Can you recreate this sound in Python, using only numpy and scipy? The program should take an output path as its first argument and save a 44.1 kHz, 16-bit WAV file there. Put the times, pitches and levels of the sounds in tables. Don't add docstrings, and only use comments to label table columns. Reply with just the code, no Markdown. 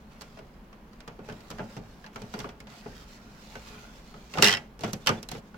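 import sys
import numpy as np
from scipy import signal
from scipy.fft import rfft, irfft, next_fast_len
from scipy.io import wavfile
from scipy.ndimage import uniform_filter1d, map_coordinates

SR = 44100
rng = np.random.default_rng(int(sys.argv[2]) if len(sys.argv) > 2 else 0)


def log_audio(samples):
    frames = np.atleast_2d(samples).T
    limited = np.clip(frames, -1, 1)
    pcm = np.round(limited * 32767).astype(np.int16)
    wavfile.write(sys.argv[1], SR, pcm)


N = 245637

# t/s, struck spot f/Hz, level/dB, weight/dB, hardness/dB
BOTTLE_TAPS = [(.210, 4500, -53, -16, 2), (.218, 1066, -51, -15, 3), (.372, 570, -49, -8, -32),
               (.389, 645, -51, -4, -18), (.728, 1130, -51.5, -29, -25), (.932, 4660, -59.5, -33, -11.5),
               (1.004, 3700, -51, -41, -11), (1.077, 1196, -46.5, 0.5, -9), (1.19, 388, -48, 3, -49),
               (1.287, 420, -43.5, -8, -25), (1.297, 1560, -45.5, 4.5, -22.5), (1.324, 3120, -54.5, 5, -11),
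               (1.405, 4670, -58.5, -19, -4), (1.503, 1350, -52.5, 10.5, 9), (1.512, 1004, -47, -0.5, -7),
               (1.584, 690, -45, -11, -20.5), (1.593, 1620, -39, -1.5, -47), (1.602, 630, -41, -1, -45),
               (1.766, 444, -47.5, 11, -13.5), (2.042, 1660, -46.5, -35, -26),
               (2.063, 4050, -46, -37, -19.5), (2.159, 1337, -43, -4, -13.5), (2.218, 453, -51.5, 12, -3.5),
               (2.339, 1400, -40, -0.5, -15.5), (2.381, 150, -51.5, 13, -40), (2.39, 5100, -48.5, -7, 2.5),
               (2.402, 3530, -42.5, -27, -10), (2.443, 1170, -36.5, -11, -51), (2.49, 3470, -46, -37, -19),
               (2.603, 2170, -55, 2, 2), (2.67, 3600, -50, -18, -19), (2.859, 451, -41.5, -2, -85)]


def bottle():
    return amp(-1.5) * contacts(BOTTLE_TAPS, ring=.98, room_db=5, room_t60=.33, rise_s=.00023,
                                shared=.53, spot_db=14.5, spot_ring=.33)


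# t/s, struck spot f/Hz, level/dB, weight/dB, hardness/dB
HOLDER_KNOCKS = [(3.554, 1510, -46, -4.5, -17), (4.141, 1300, -52, -6, -26), (4.338, 2736, -42.5, -35, -9),
                 (4.353, 750, -40, -6, -48.5), (4.373, 798, -36, -6.5, -22), (4.384, 1220, -30.5, -3, -19),
                 (4.424, 2810, -22.5, -11, 0), (4.792, 5640, -57, 11, -1), (4.808, 448, -54, 1, 4.5),
                 (4.835, 683, -35, -4.5, -18), (4.844, 228, -39.5, 2, -13.5), (4.879, 353, -49, 9, -15),
                 (4.932, 5860, -49, 15, 17.5), (5.062, 3190, -44, 0.5, 0), (5.071, 3035, -21.5, -65, -9.5),
                 (5.079, 2960, -31.5, -27, -11.5), (5.091, 1227, -29.5, 0, -7.5),
                 (5.229, 5470, -57, 7.5, 15), (5.288, 4030, -53, -6, 12.5), (5.315, 730, -48.5, 7, 8),
                 (5.35, 442, -48, 4.5, -18.5), (5.543, 1466, -53, 3, -35)]


def holder():
    return contacts(HOLDER_KNOCKS, ring=1, room_db=4.5, room_t60=.27, rise_s=.0001,
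                    shared=.61, spot_db=12.5, spot_ring=.6)


# t/s, f/Hz, level/dB, hardness/dB
CLACKS = [(4.424, 5100, -36.5, 8.5), (4.4337, 1955, -36.5, 6), (4.4433, 3680, -36, 13),
          (4.4528, 2790, -36, 3.5), (4.4627, 2010, -38.5, 6.5), (4.4723, 2850, -36.5, 5),
          (4.4826, 2900, -35.5, 4), (4.494, 1990, -40.5, 3), (4.506, 3050, -43, 4),
          (4.515, 3120, -42.5, 2.5), (4.5258, 3180, -39.5, 2.5), (4.537, 3140, -42, 1.5),
          (4.548, 3040, -44, -4.5), (4.57, 2750, -47, -8)]
# f/Hz, level/dB
SPRUNG_COLOUR = [(700, -4.5), (1760, 10.5), (3400, 8), (6900, 5), (12000, 0)]


def chatter():
    weight_db, loose_db, loose_lag_s = -5, -8, .003
    clacks = [(s + rng.normal(0, .00012), hz, db, weight_db, hardness_db)
              for s, hz, db, hardness_db in CLACKS]
    loose = [(s + loose_lag_s * rng.uniform(.5, 1.5), hz * rng.uniform(.7, 1.4), db + loose_db, *touch)
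             for s, hz, db, *touch in clacks]
    track = contacts(clacks + loose, ring=.6, room_db=-7, room_t60=.36, rise_s=.0002,
                     shared=.75, spot_db=11, spot_ring=.6)
    track = filtered(track, lambda hz: amp(along(SPRUNG_COLOUR, hz)))
    t = np.arange(SR // 6) / SR
    add(track, CLACKS[0][0], grinding(t))
    return track + frame(t, clacks)


def grinding(t):
    hold_s, fall_db_per_s = .039, 232
    level_db = -26 - fall_db_per_s * np.maximum(t - hold_s, 0)
    return amp(level_db) * coloured(rng.laplace(size=(2, len(t))), [(300, -6), (4000, 6.5), (16000, -13)])


# f/Hz, level/dB, t60/s
FRAME_MODES = [(210, -2, .16), (412, 0, .12), (699, -2, .12), (852, -7, .15), (1405, -5, .15),
               (1674, -5, .15), (1965, 4, .14), (2550, -1, .12), (2820, 3, .12), (3102, 3, .1),
               (3201, 3, .11), (3782, -1, .1), (5130, 8, .06)]


def frame(t, clacks):
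    coupling_db = 3.5
    track = np.zeros((2, N))
    for hz, mode_db, t60 in FRAME_MODES:
        side = rng.choice([-1, 1])
        for s, _, clack_db, *_ in clacks:
            level_db = clack_db + mode_db + coupling_db + 2 * rng.standard_normal()
            add(track, s, amp(level_db) * mode(t, hz, t60, side))
    return track


# f/Hz, level/dB, plastic t60/s, room answer/dB
KNOCK_OCTAVES = [(113.6, -2.5, 0.082, 18), (227, -0.5, 0.14, -12), (464, 0, 0.12, 11.5),
                 (985, 0, 0.097, -17), (1720, 0, 0.12, -14.5), (3530, 4, 0.053, -26), (6760, 3, 0.025, -28),
                 (14600, -1.5, 0.016, -37.5)]


def contacts(rows, ring, room_db, room_t60, rise_s, shared, spot_db, spot_ring):
    size = next_fast_len(SR // 5)
    t, hz = np.arange(size) / SR, np.fft.rfftfreq(size, 1 / SR)
    centre, colour_db, t60, answer_db = np.transpose(KNOCK_OCTAVES)[:, :, None]
    crossfades = [np.interp(np.log(hz + 1), np.log(centre[:, 0]), one) for one in np.eye(len(centre))]
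    bands = np.sqrt(crossfades) * timbre(hz)
    attack = 1 - np.exp(-t / (rise_s + .5 / centre))
    room_tail = amp(answer_db + room_db) * fade(t, room_t60)
    envelope = attack * np.hypot(fade(t, t60 * ring), room_tail)
    envelope /= envelope.max(axis=1, keepdims=True)
    common_modes = rng.standard_normal((2, size))
    track = np.zeros((2, N))
    for s, spot_hz, *touch in rows:
        modes = spread(shared * common_modes + np.sqrt(1 - shared ** 2) * rng.standard_normal((2, size)))
        rings = irfft(rfft(modes)[:, None] * bands, size) * envelope
        energy = np.sum(rings ** 2, axis=2).mean(axis=0)
        band_gain = np.sqrt(np.sum(envelope ** 2, axis=1) / energy)[:, None]
        blow = np.sum(rings * band_gain * amp(colour_db + force(centre, *touch)), axis=1)
        add(track, s, blow)
        add(track, s - rng.uniform(.002, .006), amp(-21) * blow)
        spot_t60 = spot_ring * along(np.hstack([centre, t60]), spot_hz)
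        spot = mode(t, spot_hz, spot_t60, side=rng.choice([-1, 1]))
        add(track, s, amp(spot_db + force(spot_hz, *touch)) * spot)
    return track


def force(hz, level_db, weight_db, hardness_db):
    bass_hz, treble_hz = 340, 4200
    return level_db + weight_db / (1 + (hz / bass_hz) ** 2) + hardness_db / (1 + (treble_hz / hz) ** 2)


def mode(t, hz, t60, side):
    lead = side * stereo_angle(hz)
    phase = 2 * np.pi * hz * t
    return fade(t, t60) * (1 - np.exp(-t * hz)) * np.sin([phase + lead, phase - lead])


# f/Hz, width/Hz, level/dB
TIMBRE_BANDS = [(108, 5.8, 15.5), (151, 14, 10.5), (224, 29, 15.5), (423, 11, 13.5), (560, 90, 2.5),
                (705, 28, 2), (858, 14, 8.5), (1410, 110, 3.5), (2900, 660, -1), (4560, 1200, 2),
                (7200, 1600, 5), (9340, 1400, -5.5), (15000, 1500, -1)]


def timbre(hz):
    peaks = sum((amp(db) - 1) / (1 + (2 * (hz - centre) / width) ** 2)
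                for centre, width, db in TIMBRE_BANDS)
    return (1 + peaks) * (1 - np.exp(-(hz / 88) ** 4))


# t/s, length/s, level/dB
STROKES = [(0.087, 0.3, -66), (1.222, 0.53, -61), (1.666, 0.11, -58.5), (1.797, 0.28, -65),
           (2.114, 0.39, -61.5), (2.302, 0.14, -55), (2.667, 0.36, -56.5), (4.786, 0.12, -52),
           (4.982, 0.21, -60), (5.291, 0.085, -53), (5.395, 0.18, -69.5)]
# t/s, level/dB
RAIL_FRICTION = [(3.0, -75), (3.1, -56), (3.26, -62.5), (3.53, -55), (3.72, -53.5), (3.92, -59.5),
                 (4.29, -61.5), (4.42, -41.5), (4.7, -89)]
# f/Hz, level/dB
SCRAPE_COLOUR = [(150, -4), (300, -11), (700, -3.5), (1500, -4), (2500, -5.5), (4000, -26.5)]
# f/Hz, level/dB
HISS_COLOUR = [(1200, -34), (2800, -0.5), (5500, -5), (7200, -13), (9000, -13.5), (12000, -18)]


def rubbing():
    ramp_s, handling_db = .035, -75.5
    t = np.arange(N) / SR
    rails_db = np.interp(t, *np.transpose(RAIL_FRICTION))
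    power = amp(handling_db) ** 2 + amp(rails_db) ** 2
    for s, length, db in STROKES:
        stroke = np.clip(np.minimum((t - s) / ramp_s, 1 - (t - s - length) / ramp_s), 0, 1)
        power += (amp(db) * stroke) ** 2
    rub_db = 10 * np.log10(power)
    scrape = amp(.8 * rub_db - 9) * coloured(slips(ticks_per_s=4.2, grit_db=34.5), SCRAPE_COLOUR)
    hiss = amp(rub_db - .5) * coloured(slips(ticks_per_s=51, grit_db=26.5), HISS_COLOUR)
    return scrape + hiss


def slips(ticks_per_s, grit_db):
    clumps = amp(1.2 * wobble(25) + 1.1 * wobble(220))
    grit = (rng.random(N) < ticks_per_s / SR) * (2 * rng.random((2, N)) - 1)
    friction = rng.laplace(size=(2, N)) * clumps + amp(grit_db) * grit
    return filtered(patchy(friction, depth_db=2.8), timbre)


def patchy(pair, depth_db):
    spectra = signal.stft(pair, nperseg=1024)[2]
    patches = uniform_filter1d(rng.standard_normal(spectra.shape[1:]), size=4, axis=0)
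    patches = uniform_filter1d(patches, size=12, axis=1)
    return signal.istft(spectra * amp(depth_db * unit(patches)), nperseg=1024)[1][:, :N]


# t/s, level/dB
SQUEAKS = [(4.852, -51), (5.016, -57), (5.168, -51)]


def pivot():
    pitch_hz, waver_hz, length_s = 3530, 69, .031
    t = np.arange(N) / SR
    swell = sum(amp(db) * np.sin(np.pi * np.clip((t - s) / length_s, 0, 1)) for s, db in SQUEAKS)
    phase = 2 * np.pi * np.cumsum(pitch_hz + waver_hz * wobble(300)) / SR
    return swell * spread(np.array([np.sin(phase), np.cos(phase)]))


# f/Hz, level/dB
AIR_COLOUR = [(20, -6), (70, -23.5), (110, -9.5), (216, -1), (300, -11), (700, -16.5), (1000, -16.5),
              (2000, -26), (3000, -30.5), (8000, -47.5), (10200, -44.5), (16000, -40.5)]
# f/Hz, relative level/dB
FAN_TONES = [(210, -54), (414.5, -70)]


def office():
    air = amp(-52.5) * coloured(rng.standard_normal((2, N)), AIR_COLOUR)
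    fan = 0
    for hz, db in FAN_TONES:
        phase = 2 * np.pi * np.cumsum(hz + 2.55 * wobble(12)) / SR
        fan += np.sqrt(2) * amp(db - 10 + .61 * wobble(5.6)) * np.sin(phase)
    rumble_colour = [(22, -21), (35, .5), (56, -2.5), (75, -12.5), (140, -61), (400, -100)]
    rumble = amp(-55) * coloured(rng.standard_normal((2, N)), rumble_colour)
    return air + fan + rumble


# f/Hz, correlation
LIKENESS = [(130, 0.98), (290, 0.94), (640, 0.71), (1400, 0), (3000, 0.25), (6000, 0)]


def stereo_angle(hz):
    return np.arccos(np.clip(along(LIKENESS, hz), -1, 1)) / 2


def spread(pair):
    mid, side = filtered(pair, lambda hz: np.array([np.cos(stereo_angle(hz)), np.sin(stereo_angle(hz))]))
    return np.array([mid + side, mid - side])


def coloured(pair, colour):
    return unit(filtered(spread(pair), lambda hz: amp(along(colour, hz))))


def filtered(x, response):
    size = x.shape[-1]
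    padded = next_fast_len(size + 2048)
    return irfft(rfft(x, padded) * response(np.fft.rfftfreq(padded, 1 / SR)), padded)[..., :size]


def amp(db):
    return 10 ** (np.asarray(db) / 20)


def unit(x):
    return x / np.sqrt(np.mean(x ** 2) + 1e-20)


def along(points, hz):
    point_hz, values = np.transpose(points)
    return np.interp(np.log(hz + 1), np.log(point_hz + 1), values)


def wobble(rate):
    knots = rng.standard_normal(int(N * rate / SR) + 4)
    return map_coordinates(knots, [np.arange(N) * rate / SR], order=2)


def fade(t, t60):
    return np.exp(-np.log(1000) * t / t60)


def add(track, s, sound):
    part = track[:, round(s * SR):][:, :sound.shape[1]]
    part += sound[:, :part.shape[1]]


def scene():
    return bottle() + holder() + chatter() + pivot() + rubbing() + office()


# f/Hz, left minus right/dB
PORT_BALANCE = [(400, 0), (900, -1), (2400, -.5), (4400, -5), (5700, -8), (7400, -4), (10000, 4),
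                (15000, -1)]


def record(dry):
    top_hz = 16200
    ports = filtered(dry, lambda hz: amp(np.outer([.5, -.5], along(PORT_BALANCE, hz))))
    return filtered(np.clip(ports, -.9, .9), lambda hz: hz < top_hz)


dry = scene()
out = record(dry)
log_audio(out)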